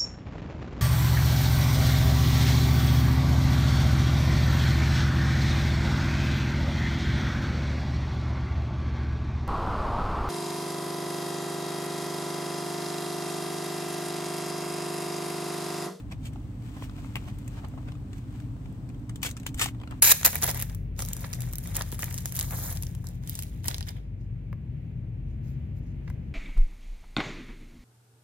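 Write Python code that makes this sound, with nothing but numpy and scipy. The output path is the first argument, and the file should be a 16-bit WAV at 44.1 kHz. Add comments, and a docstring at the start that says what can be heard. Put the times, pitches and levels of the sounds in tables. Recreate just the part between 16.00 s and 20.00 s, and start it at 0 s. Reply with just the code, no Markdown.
"""Inside a car with its engine idling, hands work along a fastened seat belt.
The engine hums over a low rumble. Tiny slips of fibres make sleeves rustle, hands brush
cloth and the belt's weave rasp in short scrapes. Fingertips pat, nails snap over the weave,
the buckle ticks as its latch knocks, and one tug on the belt thuds in the seat.
The padded cabin gives the brushes, scrapes and clicks a very short echo."""
import sys
import numpy as np
from scipy import signal
from scipy.fft import rfft, irfft
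from scipy.io import wavfile

SR = 44100
rng = np.random.default_rng(int(sys.argv[2]) if len(sys.argv) > 2 else 0)


def unload_audio(sound):
    """Save the sound as a 16-bit wav file, at the path given as the first command line argument."""
    columns = np.transpose(np.atleast_2d(sound))
    # keep every value between -1 and 1, then stretch to whole-number steps
    steps = np.round(np.clip(columns, -1, 1) * 32767)
    wavfile.write(sys.argv[1], SR, steps.astype(np.int16))


N = 176400  # 4 seconds

# tones of the idling engine: (multiple of the cycle rate, level [dB])
ENGINE_TONES = [(5, -78), (7, -55), (8, -47.5), (11, -49), (13, -55.5), (16, -47), (19, -44), (21, -51.5),
                (32, -65), (48, -55.5)]
# tone colour of the cabin's rumble and air: (frequency [Hz], relative level [dB])
RUMBLE_COLOUR = [(12, -32), (30, -11), (55, -3), (88, -5.5), (113, 7), (126, 3.5), (141, 1), (152, 4),
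                 (168, -8), (190, 0.5), (222, -7.5), (256, 0), (295, -8), (325, -13.5), (420, -19.5),
                 (520, -23.5), (680, -25), (1100, -28.5), (1600, -35), (3000, -41), (5000, -46.5),
                 (16000, -50)]
# how alike the rumble is on both sides: (frequency [Hz], likeness [1 or more = alike])
RUMBLE_LIKENESS = [(50, 1.9), (115, 0.78), (200, 1.04), (300, 0.8), (700, 0.62), (1300, -0.11),
                   (2500, 0.15), (6000, 0)]
# which side the rumble leans to: (frequency [Hz], left minus right [dB])
RUMBLE_BALANCE = [(60, -2), (120, 2.6), (270, -3), (700, 1), (2500, 1.5), (12000, 2.5)]
# sleeves sliding on cloth: (time [s], level [dB])
SLEEVE_LEVELS = [(0, -51), (.07, -90), (.33, -63), (.58, -65.5), (.66, -54.5), (.83, -58), (.93, -59),
                 (.99, -53), (1.12, -56.5), (1.27, -55), (1.36, -60.5), (1.57, -56), (1.72, -63),
                 (1.88, -60.5), (2.05, -70), (2.17, -59), (2.25, -64.5), (2.38, -56.5), (2.54, -70.5),
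                 (2.68, -65), (2.84, -69.5), (3.2, -81), (3.42, -60.5), (3.78, -83), (4, -61)]
# tone colours of rubbed cloth and belt weave: (frequency [Hz], relative level [dB])
CLOTH_COLOUR = [(150, 3), (450, -8), (900, 0.5), (1600, -4), (2700, -4.5), (5000, -12.5), (8000, -13),
                (16000, -17)]
WEAVE_COLOUR = [(150, -12), (500, -9), (700, -7.5), (1100, -5), (1400, -6), (1800, -2.5), (2450, 0),
                (2750, -2), (3200, 0), (4200, -7), (5500, -6.5), (7200, -5), (10000, -6), (15500, -10)]
# hands brushing cloth, and fingers scraping the belt:
# (peak time [s], rise [s], fall [s], level [dB], treble tilt [dB per octave])
HAND_BRUSHES = [(.772, 0.025, .025, -45, -4), (.846, 0.11, .03, -48, 1), (.99, 0.052, 0.038, -50, -2.5),
                (1.288, 0.038, 0.038, -45.5, -2), (1.579, 0.064, 0.035, -43, -4),
                (1.647, 0.032, 0.022, -40, -8), (1.79, 0.055, .06, -50, -12),
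                (1.886, 0.031, 0.017, -43, -4), (2.18, 0.05, 0.024, -55, 2),
                (2.34, 0.11, 0.066, -59.5, -2.5), (3.914, 0.013, 0.046, -39.5, -6)]
BELT_SCRAPES = [(.125, 0.024, 0.016, -39.5, -5), (.271, 0.053, 0.022, -44, -1),
                (.844, .035, .025, -49.5, -2.5), (3.231, 0.0056, 0.02, -23, 1),
                (3.259, 0.021, 0.032, -25.5, -0.5), (3.466, 0.0036, 0.014, -28.5, 0.1),
                (3.621, 0.029, 0.046, -18.5, -0.5), (3.688, 0.026, 0.0089, -40, -2.5)]
# fingertips patting belt and lap, and nails and the belt's edge snapping over the weave:
# (time [s], relative level [dB], treble tilt [dB per octave])
FINGER_PATS = [(.358, -38, -5.5), (.8235, -34.5, -3), (.896, -41.5, -1), (1.046, -43.5, -2),
               (1.223, -45, -12), (1.647, -41, 1), (1.717, -48.5, -4), (1.737, -39.5, -13),
               (1.775, -38, -12), (1.783, -43, -5), (1.829, -50, -7), (1.953, -48.5, -1), (1.92, -43.5, 1),
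               (2.079, -54, -11), (2.565, -48.5, -5), (2.658, -46, -0.5), (3.659, -24, 4), (3.747, -47, -1),
               (3.8, -46, -1.5), (3.8145, -38, -2), (3.835, -38.5, -2), (3.875, -39, -1.5),
               (3.91, -41, 3.5)]
NAIL_SNAPS = [(.112, -49, -3.5), (.256, -42.5, 0), (.333, -48.5, -1.5), (1.386, -46.5, 3),
              (1.478, -41, 1.5), (1.684, -50.5, 4), (2.131, -42, -3.5), (2.401, -50.5, -1), (2.725, -57, 6),
              (2.89, -49, -2.5), (2.899, -47, -5.5), (2.945, -55, -2.5), (2.995, -59.5, 6),
              (3.094, -36.5, -2.5), (3.158, -38, 0), (3.218, -44, 0), (3.248, -30.5, -3), (3.29, -35, 1),
              (3.301, -41, 4), (3.311, -35, 2), (3.367, -39.5, -0.5), (3.373, -41, 0), (3.399, -45, 1),
              (3.432, -46.5, -2), (3.49, -44.5, -1), (3.544, -36, 3), (3.576, -43, 6), (3.584, -38, 1),
              (3.595, -22.5, 0), (3.641, -24, 2)]
# tone colours of a pat and a snap: (frequency [Hz], relative level [dB])
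PAT_COLOUR = [(200, -14), (500, -2.5), (700, -0.5), (1150, 3.5), (1600, -9.5), (2700, -3.5), (4500, -13),
              (8000, -20), (16000, -25)]
SNAP_COLOUR = [(200, 6), (900, 0.5), (2500, 5.5), (4500, -3), (7500, 1.5), (16000, -6.5)]
# the belt tugging on the seat: (time [s], level [dB])
BELT_TUGS = [(3.549, -26)]
# the latch tongue knocking and bouncing in the buckle: (time [s], level [dB])
LATCH_KNOCKS = [(1.1563, -23), (1.159, -42), (1.1656, -29.5), (1.171, -37), (3.4642, -28)]
# the buckle's ringing tones: (frequency [Hz], relative level [dB], time to fade 60 dB [s])
BUCKLE_TONES = [(886, -14.5, 0.047), (1130, -7.5, 0.017), (1630, -7, 0.0064), (2050, -4, 0.0095),
                (2380, -2, 0.01), (2550, -6, 0.0099), (2750, -6.5, 0.02), (2990, -14.5, 0.015),
                (4860, -39, 0.01), (8260, -22, 0.0073)]
# the cabin's echo: (frequency [Hz], time to fade 60 dB [s])
CABIN_FADE = [(300, 0.052), (1300, 0.07), (3500, 0.091), (10000, 0.084)]
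# tone colour of the microphone: (frequency [Hz], gain [dB])
MIC_COLOUR = [(5500, 0.5), (7200, 2), (8400, 5.5), (9300, -3), (10200, -4.5), (12300, -1), (15500, -1)]
# how far the right microphone opening's wave runs ahead: (frequency [Hz], phase lead [radians])
RIGHT_MIC_PHASE = [(1200, 0), (1900, -0.05), (2450, 1.04), (2950, -0.5), (3600, 0.6), (4600, -1),
                   (6000, 1.5), (8000, 0.5)]
# the right opening's level against the left: (frequency [Hz], gain [dB])
RIGHT_MIC_GAIN = [(1200, -0.13), (2400, 0.51), (4000, 0.76), (8000, -2), (13000, -1.3)]

RIGHT_LAG_S = .00016  # handling sounds reach the right side this much later


def amp(db):
    """Turns decibels into a number to multiply by."""
    return 10 ** (np.asarray(db) / 20)


def unit(x):
    """Scales a signal to an average strength (rms) of 1."""
    return x / np.sqrt(np.mean(x ** 2) + 1e-20)


def read(points, hz):
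    """Looks up a table between its rows, with octaves evenly spaced."""
    f, value = np.transpose(points)
    return np.interp(np.log(hz + 1), np.log(f + 1), value)


def add(mix, s, sound):
    """Mixes a sound in, starting at s seconds."""
    part = mix[..., max(0, round(s * SR)):][..., :sound.shape[-1]]
    part += sound[..., :part.shape[-1]]


def colour(points, tilt=0, size=1024):
    """Makes a filter from a tone colour, tilted above 700 Hz by tilt dB per octave."""
    hz = np.fft.rfftfreq(size, 1 / SR)
    log_gain = np.log(amp(read(points, hz) + tilt * np.log2(np.maximum(hz, 700))))
    mirrored = np.r_[log_gain, log_gain[-2:0:-1]]
    response = np.fft.ifft(np.exp(np.conj(signal.hilbert(mirrored)))).real  # never rings ahead of a hit
    return response / np.linalg.norm(response)


def wander(hz):
    """A smooth random wobble, up to about hz times a second."""
    smoothing = np.exp(-(np.fft.rfftfreq(N, 1 / SR) / hz) ** 2)
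    return unit(irfft(rfft(rng.standard_normal(N)) * smoothing, N))


def slips(per_s, spread_db):
    """Fibres slip at random moments, making tiny clicks and a few large ones."""
    clicks = rng.standard_normal(N) * (rng.random(N) < per_s / SR)
    return unit(clicks * amp(spread_db * np.minimum(rng.exponential(1, N), 3)))


def friction(per_s, spread_db, shared):
    """Slips over a patch of fabric: some reach both sides, the rest only one."""
    both, left, right = (slips(per_s, spread_db) for _ in range(3))
    return np.sqrt(shared) * both + np.sqrt(1 - shared) * np.array([left, right])


def cabin(x, right_db, tail_db=-4.5, bounce_db=-1, bounce_s=.003, bounces=24, size=4096):
    """Sound arrives directly, then bounces off close surfaces and dies quickly in the padding."""
    hz, t, noise = signal.stft(rng.standard_normal((2, size)), SR, nperseg=128)
    fade = amp(-60 * t / read(CABIN_FADE, hz)[:, None])
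    tail = signal.istft(noise * fade, SR, nperseg=128)[1]
    paths = amp(tail_db) * tail / np.linalg.norm(tail, axis=1, keepdims=True)
    for path, lag in zip(paths, (0, RIGHT_LAG_S)):
        add(path, lag, np.ones(1))  # direct sound
        for when, sign in zip(rng.random(bounces), rng.choice([-1, 1], bounces)):
            add(path, lag + when * bounce_s, np.array([sign * amp(bounce_db) / np.sqrt(bounces)]))
    paths /= np.linalg.norm(paths, axis=1, keepdims=True)
    return signal.fftconvolve(x * np.ones((2, 1)), paths, axes=1) * amp([[0], [right_db]])


def engine(cycle_hz=6.19, drift=0.003033, drift_hz=0.94, waver_db=1.5, waver_hz=2.3):
    """The engine's repeating cycle hums: its speed drifts a little and each tone wavers in level."""
    cycles = np.cumsum(cycle_hz * (1 + drift * wander(drift_hz))) / SR
    hum = np.zeros(N)
    for multiple, db in ENGINE_TONES:
        strength = np.sqrt(2) * amp(db + waver_db * wander(waver_hz))
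        hum += strength * np.sin(2 * np.pi * (multiple * cycles + rng.random()))
    return hum


def rumble(level_db=-40.5):
    """Steady cabin noise, nearly alike on both sides in the bass, with a faint hiss above."""
    hz = np.fft.rfftfreq(N, 1 / SR)
    left, other = rfft(rng.standard_normal((2, N)))
    likeness = np.clip(read(RUMBLE_LIKENESS, hz), -1, 1)
    right = likeness * left + np.sqrt(1 - likeness ** 2) * other
    lean = amp(read(RUMBLE_BALANCE, hz) / 2)
    spectrum = np.array([left * lean, right / lean]) * amp(read(RUMBLE_COLOUR, hz))
    return amp(level_db) * unit(irfft(spectrum, N))


def sleeves(flutter_db=-0.5, flutter_hz=35, right_db=-3.0):
    """Sleeves slide on cloth with a fine rustle that swells as the arms move."""
    level = np.interp(np.arange(N) / SR, *np.transpose(SLEEVE_LEVELS)) + flutter_db * wander(flutter_hz)
    left, right = friction(per_s=5000, spread_db=4, shared=0.36)
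    grains = np.array([left, amp(right_db) * np.roll(right, round(RIGHT_LAG_S * SR))])
    return amp(level) * signal.oaconvolve(grains, colour(CLOTH_COLOUR)[None], axes=1)[:, :N]


def seat_thud(pitch_hz=67.4, fade_s=0.026, size=12000):
    """A pull on the belt rocks the seat for a few slow swings."""
    out, t = np.zeros(N), np.arange(size) / SR
    for s, db in BELT_TUGS:
        add(out, s, amp(db) * np.exp(-t / fade_s) * np.sin(2 * np.pi * pitch_hz * t))
    return out


def buckle(crack_db=-4, crack_s=0.0012, right_db=-3.5, size=4000):
    """Each knock of the latch makes a noisy crack and sets the buckle ringing briefly."""
    out, t = np.zeros((2, N)), np.arange(size) / SR
    ring = sum(amp(db - 60 * t / fade_s) * np.sin(2 * np.pi * hz * t) for hz, db, fade_s in BUCKLE_TONES)
    for s, db in LATCH_KNOCKS:
        crack = amp(crack_db) * rng.standard_normal(size) * np.exp(-t / crack_s)
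        add(out, s, cabin(amp(db) * (ring + crack), right_db))
    return out


def taps(rows, tone, gain_db, grit, grit_s, right_db, size=900):
    """A fingertip or nail meets fabric: one click, then a few milliseconds of gritty noise."""
    out, t = np.zeros((2, N)), np.arange(size) / SR
    for s, db, tilt in rows:
        click = (t == 0) + grit * rng.standard_normal(size) * np.exp(-t / grit_s)
        sound = signal.fftconvolve(click / np.linalg.norm(click), colour(tone, tilt))
        add(out, s, cabin(amp(db + gain_db) * sound, right_db))
    return out


def strokes(rows, tone, grains, catch_db, catch_hz, right_db, swell_db=20):
    """A hand drags over fabric, catching unevenly: each run of slips swells and fades."""
    out = np.zeros((2, N))
    grains = unit(grains * amp(catch_db * wander(catch_hz)))
    for peak, rise, fall, db, tilt in rows:
        span = np.arange(max(0, int((peak - 2 * rise) * SR)), min(N, int((peak + 2 * fall) * SR)))
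        t = span / SR - peak
        force = amp(db - swell_db * np.maximum(-t / rise, t / fall))
        rasp = signal.fftconvolve(grains[:, span] * force, colour(tone, tilt)[None], axes=1)
        add(out, span[0] / SR, cabin(rasp, right_db))
    return out


def scene():
    """Lays the sounds of hands and belt over the idling car."""
    car = engine() + rumble()
    rustle = sleeves()
    cloth_slips = friction(per_s=4000, spread_db=1.5, shared=0.52)
    brushes = strokes(HAND_BRUSHES, CLOTH_COLOUR, cloth_slips, catch_db=2.0, catch_hz=149, right_db=0)
    weave_slips = friction(per_s=6000, spread_db=5, shared=0.88)
    scrapes = strokes(BELT_SCRAPES, WEAVE_COLOUR, weave_slips, catch_db=1.5, catch_hz=403, right_db=-2)
    pats = taps(FINGER_PATS, PAT_COLOUR, gain_db=18.5, grit=0.3, grit_s=0.0023, right_db=-1)
    snaps = taps(NAIL_SNAPS, SNAP_COLOUR, gain_db=21, grit=0.5, grit_s=0.0026, right_db=-1.5)
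    return car + rustle + brushes + seat_thud() + buckle() + pats + snaps + scrapes


def record(dry, cutoff_hz=15900, size=2048):
    """The microphone's two openings each colour the sound, and the highest treble is cut off."""
    padded = np.pad(dry, ((0, 0), (size, size)), "reflect", reflect_type="odd")
    count = padded.shape[1]
    hz = np.fft.rfftfreq(count, 1 / SR)
    left, right = rfft(padded) * amp(read(MIC_COLOUR, hz))
    right = right * amp(read(RIGHT_MIC_GAIN, hz)) * np.exp(1j * read(RIGHT_MIC_PHASE, hz))
    heard = irfft(np.array([left, right]), count)
    treble_cut = signal.firwin(511, cutoff_hz, window=("kaiser", 9), fs=SR)
    return signal.oaconvolve(heard, treble_cut[None], "same")[:, size:-size]


dry = scene()
out = record(dry)
unload_audio(out)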